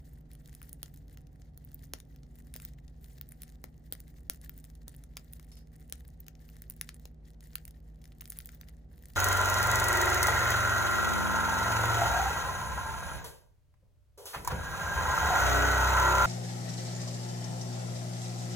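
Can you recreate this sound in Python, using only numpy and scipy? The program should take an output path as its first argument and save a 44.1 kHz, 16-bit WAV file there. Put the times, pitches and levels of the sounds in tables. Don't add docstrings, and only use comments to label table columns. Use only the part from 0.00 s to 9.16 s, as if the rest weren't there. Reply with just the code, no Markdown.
import sys
import numpy as np
from scipy import signal
from scipy.fft import rfft, irfft, next_fast_len
from scipy.io import wavfile
from scipy.ndimage import uniform_filter1d

SR = 44100
rng = np.random.default_rng(int(sys.argv[2]) if len(sys.argv) > 2 else 0)


def output_pcm(signal):
    pcm = np.clip(np.atleast_2d(signal).T, -1, 1) * 32767
    wavfile.write(sys.argv[1], SR, np.round(pcm).astype(np.int16))


N = 403936

# (start [s], hold [s], rms of the fizz before the ports [dB])
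WORKING_BOUTS = [(0, 0.13, -67), (0.307, .18, -70.5), (0.525, 0.44, -68.5), (0.83, 0.054, -88),
                 (1.1, 0.045, -73.5), (1.31, 0.11, -78.5), (1.578, 0.32, -71.5), (2.03, 0.49, -75.5),
                 (2.38, .07, -70.5), (2.558, 0.09, -62), (2.792, 0.21, -79), (3.026, 0.068, -58.5),
                 (3.284, .2, -69), (3.616, 0.1, -74), (3.86, 0.32, -72), (4.395, 0.36, -68),
                 (4.885, 0.13, -71), (5.196, 0.22, -70.5), (5.492, 0.056, -70), (5.735, 0.1, -70.5),
                 (6.022, 0.35, -84), (6.415, 0.18, -68), (6.832, .1, -63), (7.254, 0.035, -78),
                 (7.45, 0.046, -63), (7.654, 0.027, -78), (7.848, .04, -74), (8.037, 0.065, -69.5),
                 (8.237, 0.27, -62.5), (8.612, 0.033, -65.5), (8.92, .23, -67)]
# (frequency [Hz], relative level [dB])
FIZZ_COLOUR = [(6000, -20.5), (8000, 3.5), (10500, -10), (13000, -6), (15300, 4.5), (15800, -15),
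               (16100, -46.5)]
# (frequency [Hz], relative level [dB])
SHUFFLE_COLOUR = [(800, -12), (1300, -7), (1900, 6), (2400, -7), (4000, -3.5), (6500, -5.5), (9000, -13.5)]
# (frequency [Hz], left minus right [dB])
PORT_LEVEL_GAP = [(300, 0), (700, 4), (1400, 7), (3100, 5), (6000, 4), (8000, 0), (15000, 0)]
# (frequency [Hz], lead of the left port [radians])
PORT_PHASE_LEAD = [(0, 0), (1380, -1.5), (3100, .5), (5860, .8), (6800, -.5), (8200, -3.14), (12100, -9.42),
                   (15600, -15.2), (16700, -15.8)]
# (frequency [Hz], rms before wavering [dB], wavering [dB])
STEADY_HUM = [(52.03, -54, 0.4), (67.5, -59.5, 2.5), (105.9, -72, 3), (156.9, -60.5, 1.07), (231, -72.5, 3),
              (238.9, -71, 3), (289, -79.5, 4), (363, -82, 1), (482, -83, -1), (755, -88.5, 3.5)]
# (time [s], frequency [Hz], rms before wavering [dB])
DRIFTING_HUM = [(0, 136.4, -61.5), (1.2, 136.6, -63), (2.2, 134.7, -61.5), (3.5, 132.7, -67.5),
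                (5, 132.3, -65.5), (7.5, 133.6, -80.5), (9.16, 132, -92)]
# (time [s], frequency [Hz], rms [dB])
RISING_TONE = [(0, 85.8, -88), (.9, 87.9, -59.5), (2, 92, -62.5), (2.4, 93.4, -77), (3, 95, -115.5)]
# (frequency [Hz], relative level [dB])
AIR_COLOUR = [(25, -12), (40, -7), (62, 2), (80, -7), (160, -8.5), (326, -19.5), (754, -27), (1040, -39.5),
              (1900, -41.5), (2500, -48.5), (6000, -55.5), (9000, -58.5), (16000, -79.5)]
# (frequency [Hz], likeness [0 to 1])
AIR_LIKENESS = [(60, 0.99), (150, 0.72), (380, 0.39), (950, 0), (15000, 0)]
# (time [s], shell snap [dB], husk [dB], kernel [dB])
SEED_CRACKS = [(.316, -46, -44, -47), (.3336, -43, -37, -59), (.352, -51, -39, -47),
               (.4765, -43.5, -43, -53), (0.5505, -38.5, -34, -43.5), (.617, -37, -43, -58),
               (0.6294, -35, -31, -46), (.6932, -35, -37, -47), (.7301, -28.5, -26.5, -43),
               (0.8307, -25, -22.5, -23.5), (0.8613, -60, -61, -42), (1.1735, -40, -59, -41),
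               (1.27, -52, -57, -48.5), (1.419, -62, -71, -43), (1.576, -34.5, -39, -43),
               (1.649, -31.5, -51, -67), (1.745, -25, -41, -62), (1.9362, -22.5, -24, -20.5),
               (2.002, -44.5, -36, -35), (2.1615, -44, -75, -48), (2.233, -61, -57, -44.5),
               (2.356, -46, -43, -54), (2.54, -26, -28, -35), (2.554, -46, -43, -38),
               (2.563, -26, -28.5, -31), (2.6, -46, -37, -40), (2.6505, -16, -34, -32),
               (2.8803, -60, -53, -43), (3.0438, -50, -40, -41), (3.2126, -21.5, -57, -35),
               (3.29, -34.5, -39, -57), (3.3211, -46.5, -29.5, -52), (3.42, -29, -29, -39.5),
               (3.4336, -33, -27.5, -36), (3.641, -22.5, -32.5, -30), (3.9247, -9, -12, -22.5),
               (3.9515, -38, -39, -40), (4.0031, -33, -33.5, -42), (4.2987, -10, -18.5, -22),
               (4.3459, -53, -40, -48), (4.415, -49, -37, -48.5), (4.4949, -21.5, -37, -39),
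               (4.578, -32.5, -43, -64), (4.6421, -36.5, -39, -40.5), (4.7528, -50.5, -43, -46.5),
               (4.8811, -30, -28, -32.5), (4.9642, -45.5, -35.5, -69), (5.0384, -47, -36.5, -43.5),
               (5.1697, -31, -33, -24.5), (5.1754, -27.5, -35, -36), (5.327, -37, -46, -61),
               (5.3346, -21, -28, -39), (5.397, -44, -42, -42), (5.8985, -35.5, -35, -47),
               (5.9247, -25.5, -18, -21.5), (5.935, -45, -45, -41), (6.0798, -42, -38, -58),
               (6.2041, -29, -45, -52), (6.266, -46, -41, -43), (6.283, -29, -53, -30.5),
               (6.353, -58, -55, -45), (6.4899, -44, -57, -44), (6.6207, -31.5, -29, -40),
               (6.6997, -24, -26, -40), (6.7081, -32.5, -39, -40.5), (6.7648, -39, -42, -53),
               (6.8126, -24, -15.5, -23), (6.891, -38.5, -25, -27), (6.944, -49, -33.5, -48),
               (7.055, -34, -46, -32.5), (7.4072, -44, -41.5, -42.5), (7.5325, -48, -50, -45),
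               (7.5556, -13, -17, -22.5), (7.653, -33.5, -29.5, -38.5), (7.6795, -35.5, -38, -42.5),
               (7.709, -42.5, -39.5, -45.5), (8.02, -52.5, -61, -50), (8.0415, -49, -42, -45),
               (8.0553, -50.5, -46, -40.5), (8.121, -62, -59, -47), (8.209, -30, -40, -34),
               (8.2125, -25, -27.5, -45), (8.2198, -44, -43, -41), (8.2561, -42, -37, -35.5),
               (8.2845, -40, -46, -57), (8.2996, -32, -36, -50), (8.3028, -24.5, -23.5, -45),
               (8.3214, -32.5, -31, -34), (8.328, -45, -39, -41), (8.3729, -39, -32, -50),
               (8.3883, -22, -23, -32), (8.4036, -45, -45, -35), (8.4101, -36, -41, -53),
               (8.4583, -25.5, -32, -43), (8.491, -42.5, -40, -36), (8.5484, -37.5, -58, -53),
               (8.6124, -32, -46, -35), (8.6865, -44.5, -42, -40), (9.0851, -41, -42, -54),
               (9.1359, -47, -44.5, -47)]
# (frequency [Hz], time to fall 60 dB [s])
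ROOM_DECAY = [(500, 0.18), (2000, 0.15), (6000, 0.12), (15000, 0.045)]
# (time [s], level [dB])
BEAK_KNOCKS = [(.617, -40.5), (1.1735, -46.5), (2.6, -43), (3.3213, -47.5), (3.641, -41), (3.9517, -43),
               (5.3968, -50), (6.4906, -43), (6.8125, -55), (8.2206, -44.5), (8.4035, -45.5), (8.4905, -43),
               (8.6332, -49.5)]
# (time [s], level [dB])
PALM_JABS = [(0.831, -39.5), (1.937, -38.5), (2.558, -48), (3.642, -44), (3.924, -36), (4.299, -42),
             (4.878, -45.5), (5.169, -50.5), (5.924, -48), (7.055, -43)]
# (time [s], level [dB])
HUSK_PINGS = [(5.516, -60.5), (5.568, -61.5)]
# (frequency [Hz], level relative to the ping [dB], time to fall 60 dB [s])
CAGE_METAL = [(2810, -21, 0.16), (3770, -16, 0.13), (4530, -9, 0.21), (5260, -8, 0.23), (6200, -20, 0.39),
              (7106, -31, 0.1), (7450, -27, 0.24), (10100, -26, 0.11), (11140, -8, 0.15)]

RISE_DB_PER_S, FALL_DB_PER_S, REST_DB = 504, 141, -93
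CRUMBS_DB, CRUMBS_FALL_DB_PER_S = -41.5, 129
AIR_RMS_DB = -56.5
SNAP_HZ, HUSK_HZ, KERNEL_HZ, BEAK_HZ = (14300, 16700), (8600, 12800), (2800, 7600), (1200, 2400)
BEAK_DB, BEAK_SPREAD_DB = -13.5, 3
ROOM_DB = -14
EDGE_HZ = 16450


def amp(db):
    return 10 ** (np.asarray(db) / 20)


def evened(x):
    return x / np.sqrt(np.mean(x ** 2) + 1e-20)


def read(points, hz):
    f, value = np.transpose(points)
    return np.interp(np.log(hz + 1), np.log(f + 1), value)


def curve(rows, axis):
    rows = np.array(rows)
    return np.interp(np.arange(N) / SR, rows[:, 0], rows[:, axis])


def band(x, lo_hz, hi_hz):
    return signal.sosfilt(signal.butter(2, [lo_hz, hi_hz], "band", fs=SR, output="sos"), x)


def coloured(x, gain):
    size = next_fast_len(N)
    spectrum = rfft(x, size) * gain(np.fft.rfftfreq(size, 1 / SR))
    return irfft(spectrum, size)[..., :N]


def slow(rate_hz):
    return evened(coloured(rng.standard_normal(N), lambda hz: np.exp(-(hz / rate_hz) ** 2)))


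def stir():
    t = np.arange(0, N / SR + .002, .002)
    start, hold, db = np.transpose(WORKING_BOUTS)[:, :, None]
    rise = RISE_DB_PER_S * np.maximum(start - t, 0)
    fall = FALL_DB_PER_S * np.maximum(t - start - hold, 0)
    bouts = amp(db - rise - fall)
    s, _, husk_db, _ = np.transpose(SEED_CRACKS)[:, :, None]
    crumbs_fall = CRUMBS_FALL_DB_PER_S * np.maximum(t - s, 0)
    crumbs = (t > s) * amp(husk_db + CRUMBS_DB - crumbs_fall)
    power = (bouts ** 2).sum(0) + (crumbs ** 2).sum(0) + amp(REST_DB) ** 2
    return np.interp(np.arange(N) / SR, t, 10 * np.log10(power))


def coloured_grains(sound, colour):
    _, _, z = signal.stft(sound, SR, nperseg=128)
    patches = rng.standard_normal(z.shape[1:])
    patches = uniform_filter1d(patches, 14, axis=0)
    patches = evened(uniform_filter1d(patches, 4, axis=1))
    sound = signal.istft(z * amp(4 * patches), SR, nperseg=128)[1][:, :N]
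    return evened(coloured(sound, lambda hz: amp(read(colour, hz))))


def rustle():
    stir_db, clumps = stir(), amp(4 * slow(25))
    size = amp(8.2 * np.minimum(rng.exponential(1, N), 3))
    ticks = (rng.random(N) < 160 * clumps / SR) * size
    puffs = signal.lfilter([1], [1, -np.exp(-1 / (0.00056 * SR))], ticks)
    crumble = evened(puffs * rng.standard_normal(N))
    hiss = rng.standard_normal((3, N)) * evened(clumps)
    fizz = coloured_grains(1.74 * crumble + hiss[:1], FIZZ_COLOUR)
    shuffle = coloured_grains(1.46 * crumble + 1.1 * hiss[0] + 1.3 * hiss[1:], SHUFFLE_COLOUR)
    shuffle_db = -79.0 + 0.54 * (stir_db + 81.5)
    return fizz * amp(stir_db) + shuffle * amp(shuffle_db)


def ports(near):
    side = np.array([[.5], [-.5]])
    f, lead = np.transpose(PORT_PHASE_LEAD)

    def gap(hz):
        level = amp(side * read(PORT_LEVEL_GAP, hz))
        return level * np.exp(1j * side * np.interp(hz, f, lead))

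    return coloured(near, gap)


def tone(hz, db):
    turns = np.cumsum(hz * np.ones(N)) / SR + rng.random()
    return np.sqrt(2) * amp(db) * np.sin(2 * np.pi * turns)


def machines():
    hum = sum(tone(hz, db + waver_db * slow(1.95)) for hz, db, waver_db in STEADY_HUM)
    hz, db = curve(DRIFTING_HUM, axis=1), curve(DRIFTING_HUM, axis=2)
    drifting = tone(hz, db + 4.6 * slow(7.0))
    octave = tone(2 * hz, db - 7.5 + 3 * slow(3.5))
    rising = tone(curve(RISING_TONE, axis=1), curve(RISING_TONE, axis=2))
    return (hum + drifting + octave + rising) * amp([[-.45], [.45]])


def air():
    left, other = rng.standard_normal((2, N))

    def same(hz):
        return np.clip(read(AIR_LIKENESS, hz), -1, 1)

    right = coloured(left, same) + coloured(other, lambda hz: np.sqrt(1 - same(hz) ** 2))
    noise = coloured(np.array([left, right]), lambda hz: amp(read(AIR_COLOUR, hz)))
    return amp(AIR_RMS_DB) * evened(noise)


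def struck(clicks, lo_hz, hi_hz):
    ring = band(np.arange(2048) == 0, lo_hz, hi_hz)
    return band(clicks, lo_hz, hi_hz) / abs(ring).max()


def splinters(s, db, spread_s, count):
    late, sign = rng.random((len(s), count, 2)).T
    late[0] = 0
    size = np.sign(sign - .5) * np.where(late > 0, 0.68 * np.exp(-late), 1)
    size *= amp(db) / np.linalg.norm(size, axis=0)
    at = np.minimum(((s + late * spread_s) * SR).astype(int), N - 1)
    return np.bincount(at.ravel(), size.ravel(), N)


def cracks():
    s, snap_db, husk_db, kernel_db = np.transpose(SEED_CRACKS)
    beak_db = kernel_db + BEAK_DB + BEAK_SPREAD_DB * rng.standard_normal(len(s))
    spread_s = 0.0022 * np.clip((-14.5 - snap_db) / 30, .2, 1.5)
    snap = struck(splinters(s, snap_db, spread_s, count=5), *SNAP_HZ)
    husk = struck(splinters(s, husk_db, spread_s, count=5), *HUSK_HZ)
    out = snap + husk
    for db, edges in (kernel_db, KERNEL_HZ), (beak_db, BEAK_HZ):
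        left, apart = (struck(splinters(s, db, spread_s + .0004, count=4), *edges) for _ in "LR")
        out = out + np.array([left, .8 * left + .6 * apart])
    return out


def room(x):
    taps = rng.standard_normal((2, SR // 3))
    hz, t, z = signal.stft(taps, SR, nperseg=128)
    share = 1 / (1 + (7000 / (hz + 1)) ** 4)[:, None]
    z[1] = share * z[0] + np.sqrt(1 - share ** 2) * z[1]
    fading = z * amp(-60 * t / read(ROOM_DECAY, hz)[:, None])
    tail = signal.istft(fading, SR, nperseg=128)[1]
    tail *= np.clip(np.arange(tail.shape[1]) / SR / .006, 0, 1)
    return signal.oaconvolve(x, tail / np.linalg.norm(tail[0]), axes=1)[:, :N]


def knocks():
    s, db = np.transpose(BEAK_KNOCKS)
    return struck(splinters(s, db, .0012, count=4), *BEAK_HZ)


def jabs():
    s, db = np.transpose(PALM_JABS)
    return struck(splinters(s, db, 0.00012, count=2), 210, 666)


def pings():
    t, out = np.arange(8000) / SR, np.zeros((2, N))
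    for s, level_db in HUSK_PINGS:
        tick = band(rng.standard_normal((2, len(t))), 660, 11000)
        ring = amp(6.5 - 60 * t / 0.11) * tick
        for hz, db, t60 in CAGE_METAL:
            wires = hz * (1 + .018 * rng.standard_normal((5, 1, 1)))
            bundle = np.sin(2 * np.pi * (wires * t + rng.random((5, 2, 1)))).sum(0)
            ring = ring + amp(db - 60 * t / t60) * bundle
        onset = np.minimum(t / 0.0011, 1)
        out[:, round(s * SR):][:, :len(t)] += amp(level_db) * ring * onset
    return out


def scene():
    beaks = cracks() + knocks() + jabs()
    near = beaks + amp(ROOM_DB) * room(beaks) + rustle()
    return ports(near) + pings() + machines() + air()


def record(dry):
    lowpass = signal.firwin(127, EDGE_HZ, window=("kaiser", 9), fs=SR)
    return signal.oaconvolve(dry, lowpass[None], "same")


dry = scene()
out = record(dry)
output_pcm(out)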